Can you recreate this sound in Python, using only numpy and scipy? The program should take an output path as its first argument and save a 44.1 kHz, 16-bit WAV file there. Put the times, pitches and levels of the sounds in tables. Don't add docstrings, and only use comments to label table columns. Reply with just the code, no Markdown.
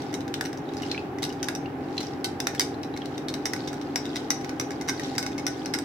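import sys
import numpy as np
from scipy import signal
from scipy.fft import rfft, irfft
from scipy.io import wavfile

SR = 44100
rng = np.random.default_rng(int(sys.argv[2]) if len(sys.argv) > 2 else 0)


def put_to_file(sound):
    columns = np.atleast_2d(sound).T
    safe = np.clip(columns, -1, 1)
    whole_steps = np.round(safe * 32767)
    wavfile.write(sys.argv[1], SR, whole_steps.astype(np.int16))


N = 257544


def from_db(db):
    return 10 ** (np.asarray(db) / 20)


def rms_one(x):
    return x / np.sqrt(np.mean(x ** 2) + 1e-20)


def at_hz(points, hz):
    point_hz, value = np.transpose(points)
    return np.interp(np.log(np.maximum(hz, 1)), np.log(point_hz), value)


def seconds(length_s):
    return np.arange(int(length_s * SR)) / SR


def dying(t, t60_s):
    return np.exp(-np.log(1000) * t / t60_s)


def add(out, start_s, sound):
    i = max(int(start_s * SR), 0)
    out[:, i:i + sound.shape[-1]] += sound[..., :N - i]


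def band(x, low_hz, high_hz):
    edges_hz = [low_hz, min(high_hz, .45 * SR)]
    return signal.sosfilt(signal.butter(2, edges_hz, "band", fs=SR, output="sos"), x)


# hz, correlation
CHANNEL_LIKENESS = [(30, 0.6), (100, 1), (300, 0.91), (500, 0.77), (800, 0.55), (1500, 0.021), (4000, 0.21),
                    (16000, 0.1)]


def air_noise(spectrum):
    hz = np.arange(N // 2 + 1) * SR / N
    mid, side = rfft(rng.standard_normal((2, N))) * from_db(at_hz(spectrum, hz))
    alike = np.clip(at_hz(CHANNEL_LIKENESS, hz), -1, .995)
    spectra = np.sqrt(1 + alike) * mid + np.sqrt(1 - alike) * side * [[1], [-1]]
    return rms_one(irfft(spectra, N))


# order (multiple of FAN_HZ), level_db (rms)
FAN_ORDERS = [(2, -66), (4, -57.5), (6, -53), (10, -54), (11, -52.5), (12, -42), (13, -41.5), (14, -45),
              (15, -46.5), (19, -57), (35, -64), (36, -49), (37, -61), (38, -53.5)]
# (relative, per Hz)
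RUSH = [(25, -38), (60, -21.5), (100, -8), (170, -6), (225, -11), (275, 0.5), (330, -4.5), (390, -0.5),
        (440, -7.5), (620, -14), (790, -7), (950, -16.5), (1300, -19.5), (2200, -49)]
# (relative, per Hz)
HISS = [(600, -28.5), (1500, 14.5), (2500, 5), (4000, -8.5), (6000, -28), (9000, -21.5), (16000, -19)]
FAN_HZ = 22.062
DRONE_HZ, DRONE_DB = 146.1, -51.5


def fan(tones_db, rush_db, hiss_db):
    t = np.arange(N) / SR
    lines = [(order * FAN_HZ, db) for order, db in FAN_ORDERS] + [(DRONE_HZ, DRONE_DB)]
    tones = np.zeros(N)
    for hz, rms_db in lines:
        tones += np.sqrt(2) * from_db(rms_db) * np.sin(2 * np.pi * (hz * t + rng.random()))
    air = from_db(rush_db) * air_noise(RUSH) + from_db(hiss_db) * air_noise(HISS)
    return from_db(tones_db) * tones + air


# time_s, depth (0 scooping up the wall, 1 circling on the bottom)
DEPTH = [(3.3, 0.13), (3.5, 0.82)]


def depth(time_s):
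    return np.clip(np.interp(time_s, *np.transpose(DEPTH)), 0, 1)


# peak_s, level_db (relative)
SCRAPES = [(0.02, -51), (0.88, -47.5), (1.42, -58.5), (2.02, -49), (2.6, -53), (3.13, -55), (3.62, -51.5),
           (4.17, -49), (5.07, -44), (5.6, -50.5)]
SCRAPE_SWELL_DB_PER_S, SCRAPE_FADE_DB_PER_S = 67, 79
RUB_SCOOPING_DB, RUB_BOTTOM_DB = -67.5, -57


def drag():
    t = np.arange(N) / SR
    levels_db = [RUB_SCOOPING_DB + depth(t) * (RUB_BOTTOM_DB - RUB_SCOOPING_DB)]
    for peak_s, level_db in SCRAPES:
        swell_db = SCRAPE_SWELL_DB_PER_S * (peak_s - t)
        fade_db = SCRAPE_FADE_DB_PER_S * (t - peak_s)
        levels_db.append(level_db - np.maximum(swell_db, fade_db))
    return from_db(np.max(levels_db, axis=0))


def random_clicks(per_s, size_db):
    at, clicks = np.flatnonzero(rng.random(N) < per_s / SR), np.zeros(N)
    clicks[at] = from_db(size_db * np.minimum(rng.exponential(1, len(at)), 3))
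    return clicks


def ring_clicks(clicks, hz, t60_s):
    r, w = dying(1 / SR, t60_s), 2 * np.pi * hz / SR
    return signal.lfilter([0, np.sin(w)], [1, -2 * r * np.cos(w), r * r], clicks + 1e-18)


# hz (nominal), level_db (relative), t60_s
MUG_MODES = [(786, -8, 0.021), (1340, -12, 0.022), (1485, -11, 0.14), (1670, -2, 0.02), (1938, 1, 0.02),
             (2130, 0.5, 0.027), (2506, -3, 0.018), (2850, -2.5, 0.017), (3120, 0.5, 0.0057),
             (3750, -2, 0.02), (3878, -2.5, 0.021), (4410, 1.5, 0.008), (4890, -6.5, 0.022),
             (5246, -7, 0.031), (5746, -3.5, 0.017), (5915, -7, 0.019), (6420, -7, 0.0066),
             (7320, 0.5, 0.0093), (7680, 1.5, 0.016), (8420, 9, 0.007), (9320, -1.5, 0.011),
             (10530, -3, 0.0086), (10520, -2, 0.01), (14900, -12, .004)]
FAMILY_EDGES_HZ = [2600, 4600, 6600]


def scrape(wet_db, bubble_cycles, grit_db):
    slips = random_clicks(per_s=650, size_db=8.5) * rng.standard_normal((2, N))
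    soft_modes = [mode for mode in MUG_MODES if mode[0] < FAMILY_EDGES_HZ[-1]]
    glass = np.zeros((2, N))
    for k, (hz, db, t60_s) in enumerate(soft_modes):
        glass += (-1) ** k * from_db(db) * ring_clicks(slips, hz, t60_s)
    glass = band(glass, low_hz=1360, high_hz=5900)

    rubbing = random_clicks(per_s=6000, size_db=0.5) * rng.standard_normal((2, N))
    grit = band(rubbing, low_hz=2620, high_hz=8200)

    bursts = rng.standard_normal((2, N))
    bubbles = np.zeros((2, N))
    for hz in np.geomspace(3000, 5600, 16):
        bubble_clicks = random_clicks(per_s=21, size_db=5) * bursts
        bubbles += ring_clicks(bubble_clicks, hz, bubble_cycles / hz)
    sound = rms_one(glass) + from_db(grit_db) * rms_one(grit) + from_db(wet_db) * rms_one(bubbles)
    return sound * drag()


# scooping_db, bottom_db, struck_db (relative)
FAMILY_DB = [(-14.5, -9.5, -10.5), (-12, -13.5, -10), (-9.5, -8, -9), (-13, -14, -10.5)]
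BRIGHTENING_DB_PER_DB, ORDINARY_KNOCK_DB = 0.11, -17.5


def family_levels(start_s, level_db, strongest_hz):
    scooping_db, bottom_db, struck_db = np.transpose(FAMILY_DB)
    struck = np.arange(len(FAMILY_DB)) == np.searchsorted(FAMILY_EDGES_HZ, strongest_hz)
    by_depth_db = scooping_db + depth(start_s) * (bottom_db - scooping_db)
    family_db = np.where(struck, struck_db, by_depth_db)
    family_db[-1] += BRIGHTENING_DB_PER_DB * (level_db - ORDINARY_KNOCK_DB)
    return family_db


def mug_ring(t, family_db, strongest_hz, focus_db, focus_width, detune, uneven_db, spread_rad):
    hz, mode_db, t60_s = np.transpose(MUG_MODES)
    near = 1 / (1 + (np.log(hz / strongest_hz) / focus_width) ** 2)
    level_db = mode_db + np.array(family_db)[np.searchsorted(FAMILY_EDGES_HZ, hz)]
    gain = from_db(level_db + focus_db * near + uneven_db * rng.standard_normal(len(hz)))
    pitch_hz = hz * (1 + detune * rng.standard_normal(len(hz)))
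    phase = 2 * np.pi * rng.random(len(hz)) + spread_rad * rng.standard_normal((2, len(hz)))
    modes = np.exp(2j * np.pi * pitch_hz[:, None] * t) * dying(t, t60_s[:, None])
    return np.imag(gain * np.exp(1j * phase) @ modes)


def crack(t, family_db, t60_s, scatter_db, scatter_t60_s, low_hz, top_hz):
    edges_hz = [low_hz, *FAMILY_EDGES_HZ, top_hz]
    envelope = dying(t, t60_s) + from_db(scatter_db) * dying(t, scatter_t60_s)
    burst = rng.standard_normal((2, len(t))) * envelope
    out = np.zeros((2, len(t)))
    for db, low, high in zip(family_db, edges_hz, edges_hz[1:]):
        equal_power = np.sqrt(SR / (high - low))
        out += from_db(db) * band(burst, low, high) * equal_power
    return out


TOUCHES_PER_S, TOUCH_DB, TOUCH_SPREAD_DB, TOUCH_SKID_DB = 4, -31.5, 3, -4


def light_touches():
    draws = rng.random((max(int(TOUCHES_PER_S * N / SR), 0), 3))
    mode_hz = [hz for hz, _, _ in MUG_MODES if hz < FAMILY_EDGES_HZ[-1]]
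    rows = []
    for when, force, place in draws:
        level_db = TOUCH_DB + TOUCH_SPREAD_DB * (2 * force - 1)
        rows.append((when * N / SR, level_db, mode_hz[int(place * len(mode_hz))], TOUCH_SKID_DB))
    return rows


# start_s, level_db (relative), strongest_hz (most excited), skid_db (re first contact)
KNOCKS = [(0.0197, -31.5, 3970, -19), (0.1404, -21, 4000, -5), (0.279, -30, 1660, -18),
          (0.3404, -17.5, 3530, -19), (0.4097, -15, 1670, -32), (0.452, -25.5, 1490, 2.5),
          (0.5294, -30, 1680, -17), (0.8208, -27, 2850, -3), (0.9141, -26, 3440, -7),
          (1.1853, -30, 1940, -15), (1.2223, -27.5, 4050, 3), (1.2293, -16.5, 4100, -6),
          (1.2383, -19.5, 4370, -1.5), (1.4287, -18, 6140, -6.5), (1.4851, -14.5, 1690, -32),
          (1.5504, -23.5, 6040, -2), (2.0047, -25, 4380, -0.5), (2.2437, -14, 4440, -4.5),
          (2.4017, -14, 5900, -33), (2.4697, -12, 1900, -29), (2.5484, -24.5, 1670, -7),
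          (2.5954, -7.5, 5600, -14), (2.6064, -13, 4960, -2), (2.9736, -28, 4400, -24),
          (3.057, -27.5, 4240, -25), (3.179, -26, 4070, -30), (3.2839, -22, 4300, -4),
          (3.3397, -20, 4160, -11), (3.4552, -14, 5900, -6), (3.534, -15.5, 1880, -21),
          (3.5625, -27, 1470, -20), (3.674, -30, 4030, 4.5), (3.7292, -29, 1560, 0),
          (3.958, -13, 5240, -10), (4.1581, -21, 3760, 0), (4.304, -10, 5840, -8), (4.4452, -28, 2000, -18),
          (4.4927, -24.5, 2180, -31), (4.5975, -15.5, 5700, -7), (4.7061, -25, 1680, -26),
          (4.812, -25, 2140, -6), (4.8811, -25, 6200, 6), (4.8866, -15.5, 5900, 2), (4.996, -24, 1980, -11),
          (5.1808, -12.5, 5300, -8), (5.227, -21, 1490, -5), (5.2636, -21, 5330, -10), (5.38, -24, 2280, 0),
          (5.466, -13, 5600, -7), (5.658, -21, 5100, -25), (5.7374, -16, 5200, 0.5),
          (5.7487, -20.5, 1460, -18), (5.787, -21.5, 8200, -21)]


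def knocks(rise_s, crack_db, skid_s, skid_per_s):
    out, t = np.zeros((2, N)), seconds(.15)
    for start_s, level_db, strongest_hz, skid_db in KNOCKS + light_touches():
        family_db = family_levels(start_s, level_db, strongest_hz)
        ring = mug_ring(t, family_db, strongest_hz, focus_db=9.5, focus_width=0.064,
                        detune=0.024, uneven_db=1.0, spread_rad=0.92)
        grit = crack(t, family_db, t60_s=0.017, scatter_db=-19.0, scatter_t60_s=0.082,
                     low_hz=780, top_hz=13900)
        touch = (ring + from_db(crack_db) * grit) * (1 - np.exp(-t / rise_s))
        skid = (rng.random(len(t)) < skid_per_s / SR) * rng.standard_normal(len(t))
        skid *= (t / skid_s * np.exp(-t / skid_s)) ** 2
        touches = from_db(skid_db) * skid / np.sqrt(np.sum(skid ** 2) + 1e-20)
        touches[0] = 1
        add(out, start_s, from_db(level_db) * signal.fftconvolve(touch, touches[None]))
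    return out


# start_s, level_db (relative), pitch_hz (at onset)
POPS = [(0.689, -32.5, 3740), (0.833, -23.5, 2830), (0.914, -14, 4030), (0.9457, -20, 2290),
        (0.977, -18, 2540), (1.3019, -27.5, 2860), (1.658, -26, 2720), (1.9791, -13.5, 4000),
        (2.742, -34, 3990), (2.834, -27.5, 3860), (2.939, -31, 3880), (3.018, -25.5, 3160)]


def pops(rise_s, t60_s, glide_per_s, smack_db, smack_t60_s):
    out, t = np.zeros((2, N)), seconds(0.066)
    for start_s, level_db, pitch_hz in POPS:
        cycles = pitch_hz * (t + glide_per_s / 2 * t * t) + rng.random((2, 1)) / 4
        tone = dying(t, t60_s) * np.sin(2 * np.pi * cycles)
        burst = rng.standard_normal((2, len(t))) * dying(t, smack_t60_s)
        smack = band(burst, pitch_hz / 2.0, pitch_hz * 1.28)
        pop = (1 - np.exp(-t / rise_s)) * (tone + from_db(smack_db) * smack)
        add(out, start_s, from_db(level_db) * pop)
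    return out


def kitchen(x, echo_s, echo_db, early_db, early_t60_s, late_db, late_t60_s):
    t = seconds(0.76)
    early, late = rng.standard_normal((2, 2, len(t))) * (t > .003)
    early = band(early * dying(t, early_t60_s), low_hz=680, high_hz=15600)
    late = band(late * dying(t, late_t60_s), low_hz=496, high_hz=10200)
    response = from_db(early_db) * rms_one(early) + from_db(late_db) * rms_one(late)
    response /= np.sqrt(len(t))
    response[:, 0] += 1
    response[:, int(echo_s * SR)] += from_db(echo_db)
    return np.array([signal.fftconvolve(side, echoes)[:N] for side, echoes in zip(x, response)])


def scene():
    hum = fan(tones_db=0, rush_db=-35.0, hiss_db=-48.5)
    stirring = from_db(-0.38) * knocks(rise_s=0.00061, crack_db=-2.0, skid_s=0.0065, skid_per_s=380)
    stirring += from_db(-1.0) * scrape(wet_db=0.5, bubble_cycles=30, grit_db=-2.5)
    stirring += from_db(2.5) * pops(rise_s=0.0018, t60_s=.016, glide_per_s=7.4,
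                                    smack_db=1.5, smack_t60_s=0.017)
    return hum + kitchen(stirring, echo_s=.0112, echo_db=-39, early_db=-12.5, early_t60_s=0.16,
                         late_db=-12.5, late_t60_s=0.3)


# hz, gain_db
LEFT_PORT = [(500, 0.5), (1500, -1.5), (2200, -2), (4200, 3), (5800, 3.5), (6600, -1.5), (7500, -6),
             (8500, -22), (11000, -8), (16000, -6.5)]
CUTOFF_HZ = 16000


def record(dry):
    size = 2 * N
    log_gain = np.log(from_db(at_hz(LEFT_PORT, np.arange(N + 1) * SR / size)))
    cepstrum = irfft(log_gain)[:N]
    cepstrum[1:] *= 2
    left = irfft(rfft(dry[0], size) * np.exp(rfft(cepstrum, size)))[:N]
    low_pass = signal.ellip(10, .2, 80, CUTOFF_HZ, fs=SR, output="sos")
    return signal.sosfilt(low_pass, np.array([left, dry[1]]))


dry = scene()
out = record(dry)
put_to_file(out)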